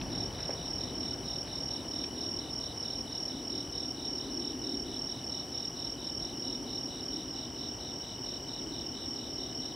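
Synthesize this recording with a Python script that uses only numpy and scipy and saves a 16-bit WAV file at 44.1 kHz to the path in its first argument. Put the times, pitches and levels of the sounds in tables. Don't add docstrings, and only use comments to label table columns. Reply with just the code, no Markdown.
import sys
import numpy as np
from scipy import signal
from scipy.fft import rfft, irfft
from scipy.io import wavfile

SR = 44100
rng = np.random.default_rng(int(sys.argv[2]) if len(sys.argv) > 2 else 0)


def dump_mix(stems):
    frames = np.atleast_2d(stems).T
    limited = np.clip(frames, -1, 1)
    pcm = np.round(limited * 32767).astype(np.int16)
    wavfile.write(sys.argv[1], SR, pcm)


N = 429975

# (frequency [Hz], relative density [dB])
RUMBLE_SPECTRUM = [(20, -20), (32, -17), (50, 1.5), (72, 0), (120, 1), (170, -0.5), (210, -2.5), (300, -44)]
DRONE_SPECTRUM = [(190, -25.5), (232, -1), (260, 1), (330, -2.5), (390, -5.5), (450, -16), (600, -35)]
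WASH_SPECTRUM = [(330, -1), (470, 1.5), (600, 0), (730, 0.5), (1000, -5), (1250, -10), (1700, -12),
                 (2600, -15.5), (5000, -18.5)]
AIR_SPECTRUM = [(1500, -31), (3000, 8), (4500, -1.5), (6500, 4), (7400, 1.5), (9500, -1.5), (13000, -2),
                (14500, -5.5), (15700, 0)]
# (frequency [Hz], relative density [dB])
SWARM_SPECTRUM = [(4350, -61), (4650, -16), (4930, -18.5), (5100, -14), (5280, 0), (5450, -18.5), (5620, 2),
                  (5780, -13), (5930, -21.5), (6250, -33)]
# (frequency [Hz], correlation [0-1])
LIKENESS = [(40, .87), (90, .89), (180, .965), (350, .98), (700, .94), (1300, .83), (2400, .8), (4400, .94),
            (8000, .91), (15000, .96)]
# (loudest moment [s], time to fall to 1/e in power [s], peak level [dB])
SWELLS = [(0.133, 0.14, -42.5), (1.045, 0.24, -44), (2.1, 0.3, -45), (3.51, 0.23, -45), (4.4, 0.38, -42.5),
          (4.8, 0.13, -42.5), (6.0, 0.15, -51), (6.6, 0.3, -43.5), (7.146, 0.1, -43), (7.6, 0.22, -48.5),
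          (8.67, 0.054, -43.5), (9.298, 0.54, -46.5)]
# (pitch [Hz], stroke rate [1/s], # chirp rate
# [1/s], mid-way level [dB], rise start to end [dB])
CHORUS = [(5605, 40.2, 3.3, -49, 0), (5560, 31, 4.2, -56, 0), (5450, 36.6, 2.8, -53, 7),
          (5760, 38.5, 3.5, -59, 0), (5090, 36, 3.4, -64, 2), (3403, 43.0, 2.6, -68, 0)]
# (start [s], end [s], pitch [Hz], width of each resonance [Hz], stroke rate [1/s],
# pulsing up and down [dB], level [dB])
BUZZES = [(0, 3.25, 9950, 1700, 33.5, 4, -69), (3.2, 5.3, 9900, 2200, 32.3, 4, -71),
          (0, 7.3, 11030, 350, 33.5, 3, -80), (5.3, 7.27, 10750, 1200, 33.5, 4, -72.5),
          (0, 9.75, 8200, 900, 18.3, 1.5, -70), (0, 9.75, 7985, 150, 36.6, 2.5, -77)]
# (onset [s], onset level [dB], centre [Hz],
# width of each resonance [Hz], decay time constant [s])
TICKS = [(.014, -32.5, 2830, 1700, 0.0034), (.385, -51, 1500, 1800, 0.062), (0.493, -35.5, 490, 298, 0.028),
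         (0.503, -48, 1400, 2200, 0.02), (1.474, -44.5, 1800, 2000, 0.0059),
         (2.041, -37.5, 2980, 2400, 0.004)]
# (time [s], period from one run to the next [s])
RUN_PERIOD = [(0, .2265), (2.5, .2277), (2.9, .2242), (4.8, .2248), (8.8, .2287), (9.2, .222)]
# (first stroke centre [s], stroke count)
NEAR_CHIRPS = [(0.132, 6), (.407, 6), (.660, 8), (0.958, 8), (1.260, 7), (1.533, 10), (1.888, 8),
               (2.188, 9), (2.510, 7), (2.781, 10), (3.130, 8), (3.454, 7), (3.731, 8), (4.031, 8),
               (4.324, 8), (4.621, 9), (4.944, 8), (5.248, 7), (5.527, 7), (5.773, 7), (6.049, 9),
               (6.376, 8), (6.709, 7), (7.010, 7), (7.287, 6), (7.564, 7), (7.885, 6), (8.215, 7),
               (8.488, 7), (8.763, 6), (9.036, 7), (9.309, 6), (9.529, 6)]
# (time [s], level [dB])
NEAR_LEVEL = [(0, -31.5), (6.1, -32), (8.3, -38), (8.8, -37), (9.35, -32.5), (9.75, -38)]

RUMBLE_DB, DRONE_DB, WASH_DB = -49.5, -48, -50
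RUMBLE_EBB_DB, RUMBLE_EBB_S, WASH_EBB_DB, WASH_EBB_S = 7.5, 1.06, 4.5, 1.9
RUN_DB, FIRST_RUN_S = -46.5, .1245
NEAR_HZ, NEAR_RISE_HZ, NEAR_STROKE_PERIOD_S = 5478, 90, .0257
CUTOFF_HZ = 15800


def from_db(db):
    return 10 ** (np.asarray(db) / 20)


def rms_one(x):
    return x / np.sqrt(np.mean(x ** 2) + 1e-20)


def at_hz(points, hz, outside=None):
    f, value = np.transpose(points)
    return np.interp(np.log(hz + 1e-3), np.log(f), value, outside, outside)


def pan(x, left_db):
    return x * from_db(np.array([[left_db], [-left_db]]) / 2)


def drift(rate):
    knots = rng.standard_normal(2048)
    return np.interp(np.arange(N) / SR * rate, np.arange(len(knots)), knots)


def resonate(x, hz, width_hz):
    r = np.exp(-np.pi * width_hz / SR)
    numerator = [(1 - r * r) / 2, 0, -(1 - r * r) / 2]
    denominator = [1, -2 * r * np.cos(2 * np.pi * hz / SR), r * r]
    section = numerator + denominator
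    return signal.sosfilt([section, section], x)


def noise(spectrum):
    hz = np.arange(N // 2 + 1) * SR / N
    mid, side = rfft(rng.standard_normal((2, N)))
    alike = np.clip(at_hz(LIKENESS, hz), 0, .995)
    both = np.sqrt(1 + alike) * mid + np.sqrt(1 - alike) * side * [[1], [-1]]
    colour = from_db(at_hz(spectrum, hz, -100))
    return rms_one(irfft(both * colour, N))


def add(out, centre_s, sound):
    at = int(centre_s * SR) - len(sound) // 2 + np.arange(len(sound))
    inside = (at >= 0) & (at < N)
    out[at[inside]] += sound[inside]


def stroke(hz, glide_hz, length_s, taper):
    along = np.linspace(0, 1, int(length_s * SR))
    phase = 2 * np.pi * np.cumsum(hz + glide_hz * (along - .5)) / SR
    swell = np.abs(np.sin(np.pi * along)) ** taper
    return swell * np.sin(phase + 2 * np.pi * rng.random())


def outdoors(x, wet_db, t60, side_db):
    t = np.arange(SR // 2) / SR
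    decay = from_db(-60 * t / t60) * (t > .002)
    mid, side = rng.standard_normal((2, len(t))) * decay
    echoes = (mid + from_db(side_db) * side * [[1], [-1]]) / np.sqrt(np.sum(mid ** 2))
    wet = from_db(wet_db)
    scatter = signal.fftconvolve(x[None], echoes, axes=1)[:, :N]
    return (x + wet * scatter) / np.sqrt(1 + wet ** 2)


def trill(hz, per_s, glide_hz, length_s, uneven_db, scatter_hz):
    out = np.zeros(N)
    chance = rng.standard_normal((512, 3))
    centres = np.cumsum(1 + .04 * chance[:, 0]) / per_s - .02
    for s, (_, force, detune) in zip(centres, chance):
        gain = from_db(uneven_db * min(force, 1))
        add(out, s, gain * stroke(hz + scatter_hz * detune, glide_hz, length_s, taper=3.5))
    return rms_one(out)


def background(air_db=-63):
    t = np.arange(N) / SR
    passing = sum(from_db(db) ** 2 * np.exp(-((t - s) / half_s) ** 2) for s, half_s, db in SWELLS)
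    drone = np.sqrt(from_db(DRONE_DB) ** 2 + passing)
    rumble = from_db(RUMBLE_DB + RUMBLE_EBB_DB * np.exp(-t / RUMBLE_EBB_S))
    wash = from_db(WASH_DB + WASH_EBB_DB * np.exp(-t / WASH_EBB_S))
    road = rumble * noise(RUMBLE_SPECTRUM) + drone * noise(DRONE_SPECTRUM) + wash * noise(WASH_SPECTRUM)
    return pan(road, left_db=1.0) + from_db(air_db) * noise(AIR_SPECTRUM)


def chorus(swarm_db=-51):
    out, t = np.zeros(N), np.arange(N) / SR
    for hz, per_s, chirps_per_s, db, rise_db in CHORUS:
        chirping = np.sin(2 * np.pi * (chirps_per_s * t + rng.random() + 0.14 * drift(1.45)))
        swell = from_db(np.tanh(2 * chirping))
        song = swell * trill(hz, per_s, glide_hz=-130, length_s=.013, uneven_db=2, scatter_hz=22)
        out += from_db(db + rise_db * np.linspace(-.5, .5, N)) * rms_one(song)
    singers = outdoors(out, wet_db=1.5, t60=0.51, side_db=-12.5)
    return pan(singers + from_db(swarm_db) * noise(SWARM_SPECTRUM), left_db=0.4)


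def bush_crickets(fade_s=0.059):
    out, t = np.zeros(N), np.arange(N) / SR
    for start, end, hz, width_hz, per_s, pulse_db, db in BUZZES:
        strokes = from_db(pulse_db * np.sin(2 * np.pi * (per_s * t + 0.16 * drift(3.3))))
        singing = np.clip(np.minimum(t - start, end - t) / fade_s + .5, 0, 1)
        rasp = rms_one(strokes * resonate(rng.standard_normal(N), hz, width_hz))
        out += from_db(db) * singing * rasp
    return pan(outdoors(out, wet_db=-5.0, t60=.2, side_db=-9.0), left_db=-1.0)


def ticks(top_hz=4800):
    out, t = np.zeros(N), np.arange(N) / SR
    for s, db, hz, width_hz, decay_s in TICKS:
        fade = (t >= s) * np.exp(-np.abs(t - s) / decay_s)
        out += from_db(db) * fade * rms_one(resonate(rng.standard_normal(N), hz, width_hz))
    out = signal.sosfilt(signal.butter(6, top_hz, fs=SR, output="sos"), out)
    return outdoors(out, wet_db=-26, t60=0.18, side_db=-7)


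def tree_cricket(hz=2985, period_s=0.022, length_s=0.011, start_db=-46.5, end_db=-46, far_db=-63, far_rise_db=4):
    run_lengths = rng.choice([2, 3, 3, 3, 5], 160)
    strokes = np.concatenate([[1] * run + [0] for run in run_lengths])
    out = np.zeros(N)
    for k in np.flatnonzero(strokes):
        late, detune, force = rng.standard_normal(3)
        tone = stroke(hz + 18 * detune, 50, length_s, taper=1.6)
        add(out, k * period_s + .0006 * late, from_db(.5 * force) * tone)
    near = outdoors(out, wet_db=-14, t60=.2, side_db=-5) * from_db(np.linspace(start_db, end_db, N))
    far = trill(3020, per_s=39.0, glide_hz=-150, length_s=.008, uneven_db=-1.5, scatter_hz=46)
    far = outdoors(far, wet_db=10.5, t60=0.3, side_db=-25)
    far *= from_db(far_db + np.linspace(0, far_rise_db, N))
    return pan(near + far, left_db=2.0)


def run_starts():
    starts = [FIRST_RUN_S]
    while starts[-1] < N / SR:
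        period_s = np.interp(starts[-1], *np.transpose(RUN_PERIOD))
        starts.append(starts[-1] + period_s)
    return starts


def field_cricket(hz=3790, glide_hz=-700, spacing_s=.0193, length_s=.0175,
                  lead_in_db=-7, ground_db=-10, slip_db=-4):
    out = np.zeros(N)
    for start in run_starts():
        for k, (force, detune, late, grip) in enumerate(rng.standard_normal((7, 4)), -1):
            gain = from_db(RUN_DB + lead_in_db * (k < 0) + slip_db * (grip > 1.7) + .8 * force)
            tone = stroke(hz + 40 * detune, glide_hz, length_s, taper=0.28)
            add(out, start + k * spacing_s + .0006 * late, gain * tone)
    bounce = np.roll(out, int(.00332 * SR))
    scattered = outdoors(out + from_db(ground_db) * bounce, wet_db=-6, t60=.38, side_db=-9)
    return pan(scattered, left_db=-2.0)


def near_cricket(warm_up_hz=70, first_db=-3.5, length_s=.0165, uneven_db=0.5):
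    out = np.zeros(N)
    for start, strokes in NEAR_CHIRPS:
        db = np.interp(start, *np.transpose(NEAR_LEVEL))
        for k in range(round(strokes)):
            force, detune, late = rng.standard_normal(3)
            pitch = NEAR_HZ - warm_up_hz * np.exp(-k / 2) + 10 * detune
            gain = from_db(db + first_db * np.exp(-2 * k) + uneven_db * force)
            tone = stroke(pitch, NEAR_RISE_HZ, length_s, taper=0.93)
            add(out, start + k * NEAR_STROKE_PERIOD_S + .0004 * late, gain * tone)
    return pan(outdoors(out, wet_db=-11.5, t60=0.11, side_db=-9), left_db=-1.5)


def scene():
    far = background() + chorus() + bush_crickets()
    return far + ticks() + tree_cricket() + field_cricket() + near_cricket()


def record(dry):
    return signal.sosfilt(signal.ellip(12, .1, 80, CUTOFF_HZ, fs=SR, output="sos"), dry)


dry = scene()
out = record(dry)
dump_mix(out)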